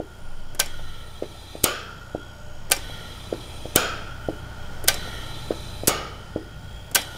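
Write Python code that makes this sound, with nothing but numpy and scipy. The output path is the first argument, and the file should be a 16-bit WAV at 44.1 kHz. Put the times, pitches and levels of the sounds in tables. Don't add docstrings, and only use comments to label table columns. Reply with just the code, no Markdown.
import sys
import numpy as np
from scipy import signal
from scipy.io import wavfile
from scipy.ndimage import uniform_filter1d, map_coordinates

SR = 44100
rng = np.random.default_rng(int(sys.argv[2]) if len(sys.argv) > 2 else 0)


def natural_amplitude(level_db):
    exponent = np.asarray(level_db, float) / 20
    return 10 ** exponent


def put_to_file(sound):
    columns = np.atleast_2d(sound).T
    safe = np.clip(columns, -1, 1)
    whole_steps = np.round(safe * 32767)
    wavfile.write(sys.argv[1], SR, whole_steps.astype(np.int16))


N = 316197


def rms_one(x):
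    return x / np.sqrt(np.mean(x ** 2) + 1e-20)


def at_hz(points, hz, axis=1):
    points = np.array(points)
    octaves_outside = max(np.log2(points[0, 0] / hz), np.log2(hz / points[-1, 0]), 0)
    fall_db = 24 * octaves_outside if axis == 1 else 0
    return np.interp(np.log(hz), np.log(points[:, 0]), points[:, axis]) - fall_db


def with_pitch(hz_list, rows):
    return [(hz, *row) for hz, row in zip(hz_list, rows)]


def drift(rate):
    r = np.exp(-80 * np.pi * rate / SR)
    walk = signal.lfilter([1], [1, -2 * r, r * r], rng.standard_normal(N // 40 + 2002))
    return rms_one(walk[2000:])


def fine(slow, size=N):
    return np.interp(np.arange(size) / 40, np.arange(len(slow)), slow)


def clicks(times, sizes):
    out = np.full(N, 1e-18)
    np.add.at(out, (np.asarray(times) * SR).astype(int), sizes)
    return out


def ring(hz, t60, times, levels_db):
    r, w = natural_amplitude(-60 / (t60 * SR)), 2 * np.pi * hz / SR
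    return signal.lfilter([0, np.sin(w)], [1, -2 * r * np.cos(w), r * r], clicks(times, natural_amplitude(levels_db)))


def bands():
    edges_hz = 22 * 2 ** np.arange(0, 9.7, 1 / 3)
    for k, (low, high) in enumerate(zip(edges_hz, edges_hz[1:])):
        yield k, np.sqrt(low * high), signal.butter(2, [low, high], "band", fs=SR, output="sos")


def coloured(spectrum, patchy_db):
    white, together, out = rng.standard_normal((2, N)), drift(0.99), np.zeros(N)
    for k, hz, sos in bands():
        if spectrum[0][0] / 1.5 < hz < spectrum[-1][0] * 1.5:
            level_db = at_hz(spectrum, hz) + patchy_db * (1.07 * together + drift(4.0))
            out += fine(natural_amplitude(level_db)) * signal.sosfilt(sos, white[k % 2])
    return rms_one(out)


def pipes(peaks, source, waver_db):
    out = np.zeros(len(source))
    for k, (hz, width, level_db) in enumerate(peaks):
        r = np.exp(-np.pi * width / SR)
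        tone = signal.lfilter([1, 0, -1], [1, -2 * r * np.cos(2 * np.pi * hz / SR), r * r], source)
        gain = fine(natural_amplitude(level_db + waver_db * drift(2.54)), size=len(source))
        out += gain * np.sqrt(width) * rms_one(tone) * (-1) ** k
    return rms_one(out)


def fading(times, levels_db, t60, rise):
    fall, swell = natural_amplitude(-120 / (t60 * SR)), np.exp(-1 / (rise * SR))
    return signal.lfilter([1 - swell], [1, -fall - swell, fall * swell], clicks(times, natural_amplitude(2 * levels_db)))


def bursts(times, levels_db, tilt, colour, rise):
    white, out = rng.standard_normal((2, N)), np.zeros(N)
    for k, hz, sos in bands():
        if hz > 90 and colour[0][0] / 2 < hz < colour[-1][0] * 2:
            band_db = levels_db + tilt * np.log2(hz / 4000) + at_hz(colour, hz)
            power = fading(times, band_db, at_hz(colour, hz, axis=2), rise)
            out += signal.sosfilt(sos, np.sqrt(power * SR / hz / 4) * white[k % 2])
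    return out


def pulse(s, level_db, hz, shape, cycles, rise=1e-3):
    steady = np.arange(-200, 200) / SR * hz
    turns = np.expm1(rise * steady) / rise
    bell = np.exp(-(steady / cycles / np.where(steady < 0, 1 - rise / 2, 1 + rise)) ** 2)
    wave = np.cos(2 * np.pi * turns + np.pi / 2 * (1 - shape)) * bell * natural_amplitude(level_db)
    out, at = np.zeros(N + 400), int(s * SR)
    out[at:at + 400] = wave
    return out[200:N + 200]


SEAT_S = np.array([.5992, 1.6408, 2.7178, 3.7595, 4.883, 5.8796, 6.9493, 6.9562])
# [crack level/dB, crack tilt/(dB per octave), housing level/dB, housing tilt/(dB per octave)]
SEATS = [(0.5, 1.1, -15.5, 0.58), (-4, 8, -17, 0.096), (3.5, 1.5, -13.5, 0.5), (-2, 6, -14.5, 0.091),
         (5.5, 2, -10.5, .6), (-7.5, 4, -35, .1), (-4, 2.5, -30, .1), (2.5, -1.5, -14, 0.074)]
# [f/Hz, level/dB, t60/s]
SNAP = [(2000, -21, 0.0052), (4920, 0, 0.0018), (9000, -19, 0.0022), (13000, -13, .004),
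        (16000, -18, 0.0037)]
# [f/Hz, level/dB, t60/s]
CRACK = [(600, -24.5, 0.053), (1960, -8.5, 0.072), (3980, -2.5, 0.04), (8000, -1, 0.024),
         (11400, 9, 0.0081), (14800, 6, 0.0043)]
# [f/Hz, level/dB, t60/s]
HOUSING = [(250, -24.5, 0.18), (624, 0.5, 0.21), (1500, -10, 0.62), (3000, 0.5, 0.21), (5960, -8, 0.44),
           (10100, -2, 0.18), (16000, -3, .1)]


def plunger_cracks():
    crack_db, tilt, housing_db, housing_tilt = np.transpose(SEATS)
    snap = bursts(SEAT_S, crack_db - 1.5, tilt, SNAP, rise=.00005)
    crack = bursts(SEAT_S, crack_db - 7.0, tilt, CRACK, rise=.0001)
    housing = bursts(SEAT_S, housing_db - 10.5, housing_tilt, HOUSING, rise=.001)
    return snap + crack + housing


DROPS = [1, 3, 5]
HOUSING_HZ = [562, 790, 1200, 1545, 2046, 2369, 3140, 4005, 4720, 5626, 5949, 7400, 8515, 8861]
# [level/dB, t60/s]
HOUSING_MODES = [(-4, 0.2), (-8, .1), (-4, 0.12), (8, 0.075), (-5.5, .13), (-1.5, 0.14), (10, 0.028),
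                 (-11.5, .085), (-2, 0.11), (-2, 0.12), (-11, 0.18), (-14, 0.027), (-8, .04), (-12, .11)]
DROP_HZ = [2250, 3040, 3900, 5500, 6500, 7400, 8600, 12000]
# [level/dB, t60/s]
DROP_MODES = [(0, .04), (7.5, 0.032), (4, 0.023), (2, .025), (8, 0.029), (-9, 0.021), (13, .025), (3, .015)]


def housing_ring():
    housing_db, out = np.transpose(SEATS)[2], np.zeros(N)
    pulls = np.delete(np.arange(len(SEAT_S)), DROPS)
    pull_modes, drop_modes = with_pitch(HOUSING_HZ, HOUSING_MODES), with_pitch(DROP_HZ, DROP_MODES)
    for hits, modes, gain_db in [(pulls, pull_modes, -9.0), (DROPS, drop_modes, -6.0)]:
        spread_db = rng.normal(0, 0.73, (len(hits), len(modes)))
        for k, (hz, level_db, t60) in enumerate(modes):
            blow_db = housing_db[hits] + level_db + gain_db + spread_db[:, k]
            out += ring(hz, min(t60, .15), SEAT_S[hits], blow_db)
    return out


# [t/s, level/dB, tilt/(dB per octave)]
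TRAVEL = [
    (0.593, -22, 3),
    (1.634, -27.5, 6),
    (2.711, -20, 3.5),
    (3.753, -25.5, 2),
    (4.876, -21, 4),
    (5.872, -14, 6),
    (6.9465, -25, 11.5),
]
# [f/Hz, level/dB, t60/s]
RATTLE = [(553, 20.5, 0.013), (2000, 4.5, 0.045), (4020, 1.5, 0.07), (7460, 7.5, 0.04), (16000, -5, 0.036)]


def plunger_rattle():
    s, level_db, tilt = np.transpose(TRAVEL)
    return bursts(s, level_db, tilt, RATTLE, rise=.0045)


# [t/s, peak level/dB, tilt/(dB per octave)]
TICKS = [
    (0.548, -26.5, -1.5),
    (0.6599, -28, -1),
    (2.699, -23, -2.5),
    (2.765, -24, -1.5),
    (4.84, -21.5, -1.5),
    (4.9424, -21, -2),
    (6.9133, -27.5, -2.5),
    (7.016, -26.5, -1.5),
    (6.866, -41, -3.5),
]
# [f/Hz, level/dB, t60/s]
TICK = [(296, -10.5, 0.057), (1500, -12.5, 0.088), (4000, -14, 0.044), (7990, -0.5, 0.033),
        (13000, 3, 0.015), (16000, -18, .012)]
# [f/Hz, level/dB, t60/s]
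RELAY_MODES = [(5500, -7, 0.04), (5270, -8, .03), (7200, -6, 0.028)]


def relay_ticks():
    tick_s, tick_db, tilt = np.transpose(TICKS)
    out = bursts(tick_s, tick_db - 2.5, tilt, TICK, rise=.0002)
    for hz, level_db, t60 in RELAY_MODES:
        out += ring(hz, t60, tick_s[1::2], tick_db[1::2] + level_db)
    return out


# [t/s, level/dB, tilt/(dB per octave), deep thump level/dB, share by which tones start low]
VENTS = [
    (1.6405, -20.5, 0.6, -15.5, 0.22),
    (3.76, -18.5, 0, -14.5, 0.065),
    (5.88, -20.5, -0.5, -19.5, 0.0497),
]
# [f/Hz, level/dB, t60/s]
BLAST = [(151, -10.5, 0.14), (383, -3, 0.92), (760, 13.5, 0.11), (1300, -11.5, 0.98), (2160, 1, 0.65),
         (3020, 3, 0.41), (5000, 2, 0.7), (6700, -1, 0.2), (8800, -0.5, 0.36), (16000, -9.5, 0.3)]
# [f/Hz, width/Hz, level/dB]
BLAST_PIPES = [
    [(425, 70, 4), (650, 67, 2), (1220, 110, 6.5), (1520, 150, 7.5), (2410, 51, -1), (2620, 73, 2.5),
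     (3240, 160, 2.5), (3580, 66, -3), (4220, 59, -3), (4930, 160, -7), (5340, 60, -8), (6920, 100, 1)],
    [(454, 73, 1.5), (690, 180, -4), (1266, 150, 5), (1530, 157, 5), (2490, 150, -1), (3246, 140, 1),
     (3690, 40, -2), (4240, 150, -7), (4670, 68, -10), (5140, 40, 0), (5900, 40, -2), (6840, 96, 0)],
    [(450, 100, 0), (844, 65, -1.5), (1250, 64, 6.5), (1600, 44, -4), (1840, 40, -7), (2260, 46, -3.5),
     (2930, 130, -3.5), (3530, 130, -13), (4170, 95, -15), (5440, 60, -10), (6580, 130, -7), (6940, 60, -4)],
]
# [all/(dB per s), treble extra/(dB per s)]
VENT_FADES = [
    (80, 69.5),
    (68, 60),
    (79, 70),
]


def vent_tones():
    out, t = np.zeros(N), np.arange(SR) / SR
    low_pass = signal.butter(4, 3700, fs=SR, output="sos")
    high_pass = signal.butter(4, 3700, "high", fs=SR, output="sos")
    for (s, blast_db, tilt, deep_db, slide), peaks, (fade, dulling) in zip(VENTS, BLAST_PIPES, VENT_FADES):
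        tones = pipes(peaks, rng.standard_normal(SR), waver_db=-0.3)
        played = np.cumsum(1 - slide * np.exp(-t / .045))
        low = signal.sosfilt(low_pass, map_coordinates(tones, [played], order=3))
        high = natural_amplitude(-dulling * t) * signal.sosfilt(high_pass, tones)
        swell = np.minimum(t / .014, 1)
        start = int(s * SR)
        out[start:start + SR] += natural_amplitude(blast_db - 1.0 - fade * t) * swell * (low + high)
        out -= pulse(s + 0.0014, blast_db + 16.0, 345, 0.18, cycles=0.48)
        out -= pulse(s + 0.0014, deep_db, 56, 0.24, cycles=0.17)
    return out


def vent_blasts():
    s, blast_db, tilt = np.transpose(VENTS)[:3]
    return bursts(s, blast_db - 7.0, tilt, BLAST, rise=.003) + vent_tones()


# [t/s, peak level/dB]
POPS = [
    [(.5487, -34.5), (4.8413, -26.5), (6.9145, -37)],
    [(.7946, -29.5), (2.8986, -27.5), (5.0763, -25.5), (7.151, -31)],
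    [(1.2251, -13), (3.3281, -10), (5.5083, -8)],
    [(1.5541, -21.5), (3.6565, -19.5), (5.8359, -18)],
    [(.002, -15.5), (2.1497, -13), (4.2876, -10)],
    [(6.3616, -11.5)],
]
# [f/Hz, shape (0 swing - 1 bump), echo level/dB and spit level/dB against the pop, pitch rise/cycle]
POP_KINDS = [
    (478, 0.4, -13, -33, .1),
    (610, 0.37, -27, -20, .1),
    (458.5, 0.97, -19.5, -24, 0.034),
    (490, 0.23, -19, -35, 0.32),
    (456, 0.25, -16.5, -40, 0.48),
    (410, 0.11, -14, -40, 0.36),
]
# [f/Hz, level/dB, t60/s]
PUFF = [(123.3, -35, 0.06), (344, -2.5, 0.61), (452, 0, 0.078), (700, -3, 0.087), (1010, -5, 0.046),
        (2020, -36, 0.087)]
# [f/Hz, level/dB, t60/s]
SPIT = [(1000, 5, .1), (2500, -6, .1), (4500, -3, 0.11), (7000, -29, 0.09)]
# [delay t/s, level/dB]
POP_ECHOES = [
    (.0108, -9),
    (.0192, -12),
    (.031, -18),
]


def hose_pops():
    rows = []
    for (hz, shape, echo, spit, rise), events in zip(POP_KINDS, POPS):
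        rows += [(s, db, hz, shape, db + echo, db + spit, rise) for s, db in events]
    pop_s, pop_db, pop_hz, shape, echo_db, spit_db, rise = np.transpose(rows)
    out = bursts(pop_s + 0.00075, echo_db, 0, PUFF, rise=.002)
    out += bursts(pop_s + 0.0012, spit_db, 0, SPIT, rise=.0015)
    out += ring(322, .14, pop_s + 0.002, echo_db + 3.0 - 8 * shape)
    for s, db, hz, bump, up in zip(pop_s, pop_db, pop_hz, shape, rise):
        out += pulse(s, db + 2.0, hz, bump, cycles=0.51 + 0.17 * bump, rise=up)
        out += pulse(s, db - 5.5 - 24 * bump, 0.21 * hz, bump, cycles=0.24)
        for delay, loss_db in POP_ECHOES:
            if s + delay < N / SR:
                out -= pulse(s + delay, db + loss_db - 9.0 * (1 - bump), hz, bump, cycles=0.54)
    return out


# [opens t/s, shuts t/s, first level/dB, midway level/dB, last level/dB]
OPEN = [
    (0.603, 1.642, -50, -53, -49.5),
    (2.71, 3.765, -47.5, -49, -48.5),
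    (4.876, 5.87, -42, -46.5, -47),
    (6.949, 7.17, -28, -46.5, -47.5),
]
# [f/Hz, level/(dB per Hz)]
FLOW = [(180, 1.5), (300, 11.5), (873, 5), (1100, 10), (1370, -8), (1650, -55), (1850, -8), (2720, 0.5),
        (2950, -4), (4060, -4.5), (4270, -6.5), (12800, -9.5), (16200, -39)]
PIPE_HZ = [855, 1860, 2290, 2540, 3000, 3280, 3560, 3970, 4500, 4890, 5455, 5960, 6175, 6850, 7345, 8540,
           8855, 9155, 9530, 9820, 10950, 12600]
# [width/Hz, level/dB]
FLOW_PIPES = [(39, -8), (75, -4), (140, -12), (95, -25), (90, -3), (31.9, 3), (30, -0.5), (45, 0),
              (190, -18), (49, -11.5), (119.8, -14.5), (59, -14.5), (24, -11), (100, -29.5), (55, -22),
              (40, -13), (60, -20), (45, -18), (45, -14.5), (48, -20), (400, -27), (84, -21)]
# [width/Hz, level/dB]
FULL_PIPES = [(60, -1), (41, -9), (38.5, -3), (95, -4.5), (80, -18), (60, -1), (27, 3.5), (45, 5),
              (250, -14.5), (37, -3), (160, -13), (43, -7), (30, -6), (76, -8.5), (46, -14), (40, -5.5),
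              (40, -12), (40, -12), (40, -6.5), (53, -15), (200, -13), (73, -19)]


def flow():
    t, gain, full = np.arange(N) / SR, np.zeros(N), np.zeros(N)
    for opens, shuts, *levels_db in OPEN:
        inside = (t > opens) * (t < shuts)
        gain += inside * natural_amplitude(np.interp(t, [opens, (opens + shuts) / 2, shuts], levels_db))
        full += inside * np.clip((t - opens - .35) / 0.35, 0, 1)
    air = rng.standard_normal(N)
    early = pipes(with_pitch(PIPE_HZ, FLOW_PIPES), air, waver_db=1.6)
    late = pipes(with_pitch(PIPE_HZ, FULL_PIPES), air, waver_db=1.6)
    tones = natural_amplitude(5.5) * (1 - full) * early + natural_amplitude(3.0) * full * late
    return uniform_filter1d(gain, size=400) * (coloured(FLOW, patchy_db=-0.5) + tones)


# [t/s, level/dB]
BACKGROUND_LEVEL = [(0, -2.5), (1.2, -1), (2.0, -1), (2.45, 0), (2.9, 0), (3.4, 2), (4.1, 3.5), (4.7, 4), (5.2, 3.5),
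                    (5.7, 3), (6.3, 0.5), (7.17, 0)]


def background_level():
    s, level_db = np.transpose(BACKGROUND_LEVEL)
    return np.interp(np.arange(N) / SR, s, level_db)


# [t/s, peak level/dB, sag/(dB per s)]
OPENINGS = [
    (.6, -43, 18),
    (2.72, -41.5, 17),
    (4.878, -37, 18),
    (6.95, -40, 15),
]
# [t/s, peak level/dB, sag/(dB per s)]
CLOSINGS = [
    (-.5, -45, 6.9),
    (1.64, -38.5, 15),
    (3.76, -39, 8.2),
    (5.88, -45, 7.6),
]
# (start Hz, rest Hz, glide s, creep Hz per s)
OPEN_GLIDE, SHUT_GLIDE = (1540, 1290, 0.28, 30), (1200, 1390, .15, 60)
INTAKE_DELAY_S, INTAKE_RISE_DB_PER_S, OVERSHOOT_DB, OVERSHOOT_S = 0.15, 127, -1, 0.068
SURGE_DB, SURGE_S = 5.5, 0.074


def intake():
    t, hz, level_db, surge_db = np.arange(N) / SR, np.zeros(N), np.zeros(N), np.zeros(N)
    switches = sorted([(*row, OPEN_GLIDE, 0) for row in OPENINGS] + [(*row, SHUT_GLIDE, 1) for row in CLOSINGS])
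    for s, peak_db, sag, (start_hz, rest_hz, glide, creep), vents in switches:
        after = t >= s
        since = t[after] - s
        late = since - INTAKE_DELAY_S
        hz[after] = rest_hz + (start_hz - rest_hz) * np.exp(-since / glide) + creep * since
        rising_db = INTAKE_RISE_DB_PER_S * late + OVERSHOOT_DB
        sagging_db = OVERSHOOT_DB * np.exp(-late / OVERSHOOT_S) - sag * late
        level_db[after] = peak_db + np.where(late < 0, rising_db, sagging_db)
        surge_db[after] = vents * SURGE_DB * since / SURGE_S * np.exp(1 - since / SURGE_S)
    return hz, level_db, surge_db


def reed_chatter():
    turn = round(SR / 59.6)
    stroke = 1 + .75 * np.cos(2 * np.pi * np.arange(turn) / turn)
    fresh = rng.standard_normal((N // turn + 61, turn)) * stroke
    turns = signal.lfilter([1], [1, -.98], fresh, axis=0)
    return rms_one(turns[60:].ravel()[:N])


# [f/Hz, level/(dB per Hz)]
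PUMP = [(150, 2), (250, -7), (600, -9), (1100, -6), (1400, -19), (1700, -18.5), (2400, -18), (3600, -22),
        (5000, -23), (6500, -26), (8500, -30.5), (11000, -33), (14000, -39), (16200, -37.5)]
PUMP_HZ = [598, 1420, 1880, 3020, 3260, 3940]
# [width/Hz, level/dB]
PUMP_PIPES = [(37, 0.5), (240, -7.5), (40, -2.5), (50, -1.5), (35, 5), (41, -13)]
SHELL_HZ = [4890, 5180, 5520, 5980, 6610, 6730, 7090, 7330, 7860, 8470, 9050, 9180, 9590, 10200, 10400,
            10600, 11300, 11700, 12100, 12300, 12800, 13400, 13800, 15200]
# [width/Hz, level/dB]
SHELL = [(150, 4.5), (18, 0), (60, 4.5), (80, -12), (45, 5), (19, 2.5), (20, 2), (45, 2.5), (70, -4),
         (25, -10), (18, -4), (22, -4), (60, 4), (60, -4), (60, -16), (35.1, -11), (60, -14), (25, 3),
         (45, 1.5), (45, -13), (60, -16), (25, -10), (55, -11), (70, -1)]


def pump():
    intake_hz, intake_db, surge_db = intake()
    hiss_db = -45.5 + background_level() + surge_db
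    slow = signal.sosfilt(signal.butter(2, 55, fs=SR, output="sos"), rng.standard_normal((2, N)))
    phase = 2 * np.pi * np.cumsum(intake_hz) / SR
    sliding = rms_one(slow[0] * np.cos(phase) + slow[1] * np.sin(phase))
    reeds = reed_chatter()
    tones = pipes(with_pitch(PUMP_HZ, PUMP_PIPES), rng.standard_normal(N) + .5 * reeds, waver_db=3.0)
    tones = signal.sosfilt(signal.butter(4, 4800, fs=SR, output="sos"), tones)
    hiss = coloured(PUMP, patchy_db=1.0) + natural_amplitude(-6.5) * tones
    shell = natural_amplitude(-60.5) * pipes(with_pitch(SHELL_HZ, SHELL), reeds, waver_db=1.5)
    return natural_amplitude(hiss_db) * hiss + shell + natural_amplitude(intake_db - 2.0) * sliding


# [t/s, peak level/dB, hold t/s]
NUDGES = [
    (0.255, -27.5, 0.61),
    (2.448, -33, 0.38),
    (3.562, -36.5, 0.73),
    (4.614, -29.5, 0.32),
    (5.1, -35.5, 0.52),
    (5.777, -36.5, 0.09),
]
SWAY_REST_DB, SWAY_RISE_DB_PER_S, SWAY_FALL_DB_PER_S = -44, 200, 36


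def frame_sway():
    t, level_db = np.arange(N) / SR, np.full(N, float(SWAY_REST_DB))
    for s, peak_db, hold in NUDGES:
        rise_db, fall_db = SWAY_RISE_DB_PER_S * (t - s), SWAY_FALL_DB_PER_S * (s + hold - t)
        level_db = np.maximum(level_db, peak_db + np.minimum(0, np.minimum(rise_db, fall_db)))
    sway = np.sin(2 * np.pi * 13.8 * t)
    rock = 0.22 * np.sin(2 * np.pi * 16.0 * t + 1.36)
    return np.sqrt(2) * natural_amplitude(level_db) * (sway + rock)


# [f/Hz, rms level/dB]
HUM = [
    (59.6, -45.5),
    (91.8, -47.5),
    (120, -49.5),
    (597, -59.5),
    (895, -59.5),
]
# [f/Hz, level/(dB per Hz)]
RUMBLE = [(16, -36), (26, 2), (45, 6), (70, -2.5), (110, 0), (170, -7.5), (260, -16.5), (400, -20)]


def motor():
    background_db, out = background_level(), np.zeros(N)
    for hz, level_db in HUM:
        phase = 2 * np.pi * np.cumsum(hz + fine(0.432 * drift(1.86))) / SR
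        wavering = fine(natural_amplitude(level_db + 0.8 * drift(7.6)))
        out += np.sqrt(2) * wavering * natural_amplitude(0.99 * background_db) * np.sin(phase)
    rumble_db = -39 + 0.97 * background_db - 5.5
    return out + natural_amplitude(rumble_db) * coloured(RUMBLE, patchy_db=3.0)


def scene():
    valves = plunger_cracks() + housing_ring() + plunger_rattle() + relay_ticks() + vent_blasts() + hose_pops()
    return (valves + flow() + pump() + frame_sway() + motor())[None, :]


def band_limit(x):
    return signal.sosfilt(signal.butter(12, 16370, fs=SR, output="sos"), x)


def record(dry):
    r, w = np.exp(-np.pi * 260 / SR), 2 * np.pi * 1030 / SR
    peak = signal.lfilter([(1 - r * r) / 2, 0, (r * r - 1) / 2], [1, -2 * r * np.cos(w), r * r], dry)
    x = 0.99 * np.tanh((dry - 0.56 * peak) / 1.173)
    top_hz = 15710
    body = signal.sosfilt(signal.ellip(10, .3, 55, top_hz, fs=SR, output="sos"), x)
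    top = signal.sosfilt(signal.butter(6, [top_hz, 16500], "band", fs=SR, output="sos"), x)
    loud = np.clip(uniform_filter1d(np.abs(x), size=300) / 0.18 - 1, 0, 1)
    return band_limit(body + loud * top)


dry = scene()
out = record(dry)
put_to_file(out)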